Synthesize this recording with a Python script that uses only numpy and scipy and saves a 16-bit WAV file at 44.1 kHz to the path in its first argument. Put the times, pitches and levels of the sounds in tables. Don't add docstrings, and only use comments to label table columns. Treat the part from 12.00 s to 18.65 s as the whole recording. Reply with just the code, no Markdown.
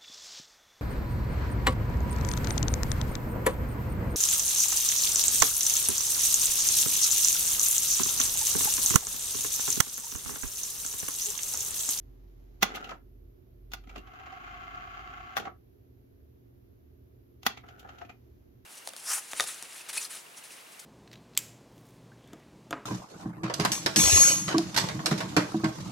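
import sys
import numpy as np
from scipy import signal
from scipy.fft import rfft, irfft, next_fast_len
from scipy.io import wavfile
from scipy.ndimage import map_coordinates

SR = 44100
rng = np.random.default_rng(int(sys.argv[2]) if len(sys.argv) > 2 else 0)


def bounce(signal):
    frames = np.transpose(np.atleast_2d(signal))
    limited = np.clip(frames, -1, 1)
    pcm = np.round(limited * 32767).astype(np.int16)
    wavfile.write(sys.argv[1], SR, pcm)


N = 293265
TIME = np.arange(N) / SR
LEAD_S = 0.02

# freq_hz, width_hz, level_db (relative)
FRAME = [(736, 89, 2.5), (1300, 77, 0.5), (1990, 36, -9.5), (2080, 67, -9), (2720, 48, -9),
         (3210, 76, -12.5), (4455, 165, -19.5), (5900, 230, -19), (6210, 41, -14)]
# freq_hz, correlation
DECK_ALIKE = [(100, .9), (300, .3), (700, 0.25), (1400, -0.65), (3000, 0.096), (12000, 0)]


def keys(size=8192, count=2):
    # start_s, level_db (relative), thump_db, click_db,
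    # left_minus_right_db, first_touch_lead_s, first_touch_db, bounce_gap_s, loss_per_bounce_db
    snap_events = [(0.628, -16.5, 0, -2.5, -0.5, 0.0041, -14, .0029, 8.5),
                   (1.735, -34, -10, -2.5, 0.5, .017, -17, 0.0074, 8.5),
                   (3.368, -25, -14, -7, 6.5, .0027, -20, .0075, 3.2),
                   (5.465, -19.5, -4.5, -1.5, 2.5, .034, -30.5, 0.003, 11)]
    # (per Hz, relative)
    blow_colour = [(50, -37.5), (110, -4.5), (165, 3.5), (240, 4), (310, -11.5), (420, 2.5), (560, -1),
                   (800, -1), (1500, -1.5), (3000, 0), (6500, -6), (10500, -11.5), (14500, -8.5),
                   (16500, -21)]
    # freq_hz, width_hz, level_db (relative)
    chassis_modes = [(236, 43, -3.5), (784, 55, 1.5), (1210, 150, -3.5), (1440, 43, 1.5), (1590, 20, -18.5),
                     (2000, 71, -2.5), (2240, 42, -13.5), (2700, 190, -7.5), (3310, 190, -8.5),
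                     (3490, 130, -2.5), (3700, 80, -14), (4216, 210, -10), (4100, 26.43, -13),
                     (4828, 24, -14), (5370, 30, -18.5), (5830, 68, -10), (6017, 53, -13),
                     (5930, 260, -5.5), (6710, 100, -15), (7234, 64, -16.5)]
    # freq_hz, left_minus_right_db
    panel_side = [(60, -2.5), (130, -3.5), (290, 2), (640, -3.5), (1410, -0.5), (3100, 2.0), (6820, -6.5),
                  (15000, -2.5)]
    # thump_db, click_db, fizz_db
    touch_tone = (-5, 3.1, 0)
    bounce_thump_db, bounce_click_db, bounce_pan_db = 3.5, -1.16, -4
    fizz_base_db, fizz_per_click_db = -0.5, 1.2

    out, hz = np.zeros((2, N)), np.fft.rfftfreq(size, 1 / SR)
    body = unit(amp(along(blow_colour, hz)) * resonant(chassis_modes, hz, lift_db=10))
    for at_s, level_db, low_db, bright_db, side_db, early_s, touch_db, gap_s, loss_db in snap_events:
        blows = [(at_s - early_s, level_db + touch_db, *touch_tone, side_db)]
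        for k in range(count + 1):
            click_db = bright_db + k * bounce_click_db
            tone = (low_db + k * bounce_thump_db, click_db, fizz_base_db + fizz_per_click_db * click_db)
            blows.append((at_s + k * gap_s, level_db - k * loss_db, *tone, side_db + k * bounce_pan_db))
        for start_s, db, thump_db, click_db, fizz_db, pan_db in blows:
            snap = contact(body, thump_db, click_db, fizz_db, t60_s=0.035, attack_s=0.00041,
                           push=7.1, push_delay_s=0.0006, slide_db=-17.0, slide_rise_s=0.0058)
            pan_gain_db = np.array([[pan_db], [-pan_db]]) / 2
            add(out, start_s - LEAD_S, amp(db + 5.0 + pan_gain_db) * snap)
    return filtered(out, lambda hz: amp(along(panel_side, hz) * np.array([[1], [-1]]) / 2))


def levers(size=8192, count=5):
    # start_s, level_db (relative), thump_db, hardness_db, ring_hz
    clunk_events = [(0.747, -37, -6, 0.5, 2090), (0.756, -41.5, -8, 9, 1240),
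                    (0.768, -32.5, -17, -16, 1460), (0.843, -42.5, 5, 2, 2800),
                    (0.892, -37.5, -9, -3.5, 1250), (0.908, -38.5, -1, -4.5, 810),
                    (0.916, -30.5, -6, -40, 1050), (1.838, -59, 4, -1.5, 1280),
                    (1.872, -51.5, 10, -6, 1470), (1.894, -46, -29, -3, 2300), (1.959, -37, 2, -6.5, 1100),
                    (1.978, -48.5, 20, 3.5, 2770), (3.397, -42.5, 12, 4.5, 854),
                    (3.453, -32.5, -13.5, -13.5, 788), (3.471, -29.5, -2, -26, 1140),
                    (5.573, -41, 0, -4, 2200), (5.638, -45, 1, -20, 1450), (5.686, -45.5, -11, -3, 740),
                    (5.795, -61.5, 6, 14.5, 835), (5.848, -40, -5, -52, 790), (5.89, -41, -13, -8.5, 1420),
                    (5.984, -50.5, -2.8, 0, 840), (6.015, -36, -5, -14.5, 695.4),
                    (6.049, -49, 9, -6.5, 2490), (6.095, -39, -9, -10, 2430)]
    # (per Hz, relative)
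    knock_colour = [(50, -21), (110, -12), (190, 14), (350, 5.5), (550, -3.5), (800, -5.5), (1500, -5),
                    (3000, 2.5), (5000, -9.5), (7000, -8), (10500, -12.5), (14500, -12), (16500, -25)]
    # thump_db, hardness_db, ring_hz
    jerk_tone = (-13, -12, 760)
    jerk_start_s, jerk_gap_s, jerk_db, jerk_growth_db = 2.072, 0.063, -45, 1.5
    fizz_base_db, fizz_per_hardness_db = -10, 1.56

    out, hz = np.zeros((2, N)), np.fft.rfftfreq(size, 1 / SR)
    frame = amp(along(knock_colour, hz)) * resonant(FRAME, hz, lift_db=10.5)
    jerks = [(jerk_start_s + k * jerk_gap_s, jerk_db + k * jerk_growth_db, *jerk_tone)
             for k in range(count)]
    for start_s, db, thump_db, hardness_db, ring_hz in clunk_events + jerks:
        body = unit(frame * resonant([(ring_hz, 0.043 * ring_hz, 0)], hz, lift_db=11.5))
        fizz_db = fizz_base_db + fizz_per_hardness_db * hardness_db
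        knock = contact(body, thump_db, hardness_db, fizz_db, t60_s=0.052, attack_s=0.002,
                        push=2.44, push_delay_s=0.00103, slide_db=-10.0, slide_rise_s=0.0038)
        add(out, start_s - LEAD_S, amp(db + 4.0) * knock)
    return out


def contact(body, thump_db, click_db, fizz_db, t60_s, attack_s, push, push_delay_s, slide_db, slide_rise_s):
    size = 2 * (len(body) - 1)
    t, hz = np.arange(size) / SR - LEAD_S, np.fft.rfftfreq(size, 1 / SR)
    after = np.maximum(t, 0)
    landing = amp(-60 * after / t60_s) * (1 - np.exp(-after / attack_s))
    slide = amp(slide_db) * np.exp(-np.abs(t) / slide_rise_s)
    chatter = rfft(rng.standard_normal((2, size)) * (landing + slide))
    bass = 1 / (1 + (hz / 380) ** 4)
    apart = np.exp(1j * rng.normal(0.83, 0.3) * np.array([[1], [-1]]) * np.minimum(hz / 900, 1))
    push_gain = push * (1 + 0.26 * bass) / np.sqrt(1 + (hz / 5000) ** 2)
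    blow = push_gain * np.exp(-2j * np.pi * hz * (LEAD_S + push_delay_s))
    force = chatter * np.sqrt(1 - bass) + blow * apart
    tone = [(350, thump_db), (700, 0.039), (1700, 0.00025),
            (3200, click_db), (6500, click_db), (11000, fizz_db)]
    return irfft(force * causal(body * amp(along(tone, hz)))) * signal.windows.tukey(size, 0.1)


def rewind():
    # (per Hz, relative)
    reel_colour = [(100, -6.5), (250, -7.5), (390, -5), (480, -18.5), (610, -13.5), (720, 3), (960, -15.5),
                   (1150, -1), (1600, 1), (1900, -11), (3100, -8), (3500, -15), (5300, -25.5), (6700, -23),
                   (10500, -43.5), (15500, -39)]
    # freq_hz, width_hz, level_db (relative)
    shell_modes = [(733, 140, -8.5), (1109, 46, 0.5), (1344, 112, -5.5), (2100, 95, -1), (2415, 22, -3.5),
                   (2740, 270, -10.5), (4330, 78, -22), (4830, 58, -7), (6340, 92, -14)]
    # freq_hz, level_db (relative)
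    whine_tones = [(726.7, -87), (1136, -63), (1287, -58), (2143, -76)]
    start_s, stop_s, level_db = 2.0, 3.361, -47.5
    spin_up_s, spin_up_db, full_speed_turn_hz = 0.17, 19, 30.47

    lag = np.exp(-np.maximum(TIME - start_s, 0) / spin_up_s)
    gain = running(start_s, stop_s, level_db, slope_db_per_s=-1.83, attack_s=0.011, release_s=0.0066)
    gain = gain * amp(-spin_up_db * lag)
    turns = np.cumsum(full_speed_turn_hz * (1 - 0.4 * lag + 0.004035 * wobble(6))) / SR
    sway_db = 1.9 * np.sin(2 * np.pi * turns) + 0.83 * wobble(14) + 0.83 * wobble(110)
    rub = rattle(rate_hz=800, spread_db=3) + 0.74 * rng.standard_normal((2, N))
    rub = rub + 0.79 * repeating(turns, size=1400)
    knocks = amp(-8) * rattle(rate_hz=60, spread_db=3)
    colour = lambda hz: amp(along(reel_colour, hz)) * resonant(shell_modes, hz, lift_db=14.0)
    hubs = stereo(rub * amp(sway_db) + knocks, colour, DECK_ALIKE)
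    shaft_s = np.cumsum(1 + 0.0031 * wobble(11)) / SR
    whine = unit(sum(amp(db + 1.5 * wobble(25)) * np.sin(2 * np.pi * (hz * shaft_s + rng.random((2, 1))))
                     for hz, db in whine_tones))
    return gain * (amp(3.5) * hubs + amp(-10) * whine) * amp([[0.5], [-0.5]])


def cam():
    # start_s, stop_s, gear level_db (relative), slope_db_per_s
    cam_runs = [(0.656, 0.923, -47, -22.5), (1.88, 1.977, -59.5, -35), (3.367, 3.473, -41, -190),
                (5.625, 6.02, -66, 14)]
    # (per Hz, relative)
    gear_colour = [(90, -20.5), (200, 0), (400, 4), (560, -4.5), (780, -1.5), (1000, -12.5), (1400, 2),
                   (2000, -9), (3000, -11), (4500, -23.5), (6800, -22.5), (10500, -34.5), (15500, -41)]
    whirr_hz, whirr_width_hz, whirr_db = 1420, 90, -61.5

    gain = sum(running(*run, attack_s=0.044, release_s=0.022) for run in cam_runs)
    teeth = rattle(rate_hz=500, spread_db=1) + 0.44 * rng.standard_normal((2, N))
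    colour = lambda hz: amp(along(gear_colour, hz)) * resonant(FRAME, hz, lift_db=6.5)
    powered = sum(running(start_s, stop_s, whirr_db, 0, attack_s=0.06, release_s=0.03)
                  for start_s, stop_s, *_ in cam_runs)
    whirr_colour = lambda hz: 1 / (1 + ((hz - whirr_hz) / whirr_width_hz) ** 2)
    whirr = stereo(rng.standard_normal((2, N)), whirr_colour, DECK_ALIKE)
    return amp(4.5) * gain * stereo(teeth, colour, DECK_ALIKE) + powered * whirr


def tape():
    # start_s, stop_s, level_db, slope_db_per_s
    play_runs = [(0, 0.638, -80, 6), (5.982, 6.7, -76.5, -13)]
    points = [(300, -13.0), (700, 6.0), (2800, -5.5), (6500, -8.5), (10000, -24.5)]
    gain = sum(running(*run, attack_s=0.013, release_s=0.03) for run in play_runs)
    return gain * stereo(rattle(rate_hz=3860, spread_db=0.5), lambda hz: amp(along(points, hz)), DECK_ALIKE)


def drive():
    # start_s, stop_s, level_db (relative), slope_db_per_s, shaft_hz
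    drive_runs = [(-0.1, 1.28, -50, -3.5, 45.24), (1.44, 1.98, -50.5, -1, 46.7), (2.33, 3.205, -55, -2, 47)]
    out = 0
    for *run, hz in drive_runs:
        shake = np.sqrt(2) * np.sin(2 * np.pi * hz * TIME + 0.36 * wobble(15))
        out = out + running(*run, attack_s=0.13, release_s=0.093) * shake
    return out * amp(0.8 * wobble(12) + 1.2 * wobble(3.3)) * amp([[-1.2], [0.6]])


def hum():
    # freq_hz, level_db (relative)
    hum_lines = [(75.4, -67), (118.4, -66), (269.2, -73), (290.7, -78), (349.9, -76), (581.4, -97)]
    lines = sum(amp(db + 0.46 * wobble(5)) * np.sqrt(2) * np.sin(2 * np.pi * hz * TIME + 0.5 * wobble(0.7))
                for hz, db in hum_lines)
    return lines * amp([[-2], [0.5]])


def background():
    # (per Hz, relative)
    air_colour = [(13, -66.5), (22, -35), (54, -5.5), (81, -6), (128, -8.5), (151, -20), (270, -14),
                  (297, -23), (352, -10), (437, -17.5), (543, -28), (628, -26), (819, -35.5), (7000, -51.5),
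                  (9100, -78.5), (15400, -120)]
    # freq_hz, correlation (clipped to +-1)
    air_alike = [(60, 0.95), (150, 0.72), (380, -0.113), (950, -0.53), (2380, -0.29), (5980, 0.03),
                 (15000, -3.2)]
    # (per Hz, relative)
    hiss_colour = [(5000, -30), (7500, -17), (10000, -4.5), (11200, -5), (11850, 7), (12400, 0.5),
                   (13000, -1), (13800, -4), (15800, -12)]
    buzz_hz, buzz_db, buzz_swing_db = 120, -85.5, 3.5

    air = stereo(rng.standard_normal((2, N)), lambda hz: amp(along(air_colour, hz)), air_alike)
    hiss = unit(filtered(rng.standard_normal((2, N)), lambda hz: amp(along(hiss_colour, hz))))
    cycles = buzz_hz * TIME + 0.004 * wobble(2)
    pulses = repeating(cycles, size=367) * amp(buzz_swing_db * np.cos(2 * np.pi * cycles))
    buzz = unit(filtered(pulses, lambda hz: amp(along(hiss_colour, hz))))
    return air * amp([[-59.5], [-57.5]]) + amp(-84.5) * hiss + amp(buzz_db) * buzz


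def room(x, length):
    # freq_hz, t60_s
    decay_points = [(150, 0.41), (700, 0.31), (3000, 0.31), (7000, 0.25), (14000, 0.13)]
    hz, t, z = signal.stft(rng.standard_normal((2, SR // 2)), SR, nperseg=256)
    z = np.where(hz[:, None] < 300, z[0], z)
    t60_s = length * along(decay_points, hz)[:, None]
    tail = signal.istft(z * amp(-60 * t / t60_s), SR, nperseg=256)[1]
    tail = tail * (1 - np.exp(-np.arange(tail.shape[1]) / SR / 0.004))
    return signal.fftconvolve(x, tail / np.linalg.norm(tail[0]), axes=1)[:, :N]


def amp(db):
    return 10 ** (np.asarray(db) / 20)


def unit(x):
    return x / np.sqrt(np.mean(np.abs(x) ** 2) + 1e-20)


def along(points, hz):
    f, v = np.transpose(points)
    return np.interp(np.log(hz + 1), np.log(f + 1), v)


def wobble(rate_hz):
    return map_coordinates(rng.standard_normal(int(N * rate_hz / SR) + 4), [TIME * rate_hz])


def filtered(x, response):
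    m = 2 * next_fast_len(N // 2 + SR // 4)
    return irfft(rfft(x, m) * response(np.fft.rfftfreq(m, 1 / SR)), m)[..., :N]


def causal(gain):
    cepstrum = irfft(np.log(np.maximum(gain, 1e-6)))
    half = len(cepstrum) // 2
    return np.exp(rfft(cepstrum * np.r_[1, np.full(half - 1, 2), 1, np.zeros(half - 1)]))


def resonant(modes, hz, lift_db):
    return np.sqrt(1 + sum(amp(db + lift_db) ** 2 / (1 + (2 * (hz - f) / width) ** 2)
                           for f, width, db in modes))


def stereo(pair, colour, alike):
    turn = lambda hz: np.arccos(np.clip(along(alike, hz), -1, 1)) / 2
    mid, side = filtered(pair, lambda hz: colour(hz) * np.array([np.cos(turn(hz)), np.sin(turn(hz))]))
    return unit(np.array([mid + side, mid - side]))


def rattle(rate_hz, spread_db):
    hits = rng.random((2, N)) < rate_hz / SR
    return unit(hits * rng.standard_normal((2, N)) * amp(spread_db * rng.standard_normal(N)))


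def repeating(turns, size):
    rows = rng.standard_normal((2, size))
    return unit(np.array([map_coordinates(row, [turns % 1 * size], mode="grid-wrap") for row in rows]))


def running(start_s, stop_s, db, slope_db_per_s, attack_s, release_s):
    held = np.clip(TIME, start_s, stop_s) - start_s
    coast = np.exp(-np.maximum(TIME - stop_s, 0) / release_s)
    return amp(db + slope_db_per_s * held) * np.minimum(held / attack_s, 1) * coast


def add(out, start_s, sound):
    out[:, round(start_s * SR):][:, :sound.shape[1]] += sound


def scene():
    snaps = keys()
    works = levers() + cam() + rewind() + tape()
    echo = amp(-14.5) * room(snaps, length=0.76) + amp(-9.5) * room(works, length=0.55)
    return snaps + works + echo + drive() + hum() + background()


def record(dry):
    # freq_hz, level_db
    treble_dip = [(7000, 0.5), (7800, -4.5), (8500, -16.5), (9100, -6.5), (9900, -2), (10800, 4)]
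    heard = filtered(dry, lambda hz: causal(amp(along(treble_dip, hz))))
    return filtered(heard, lambda hz: 1 / np.sqrt(1 + (hz / 16100) ** 160))


dry = scene()
out = record(dry)
bounce(out)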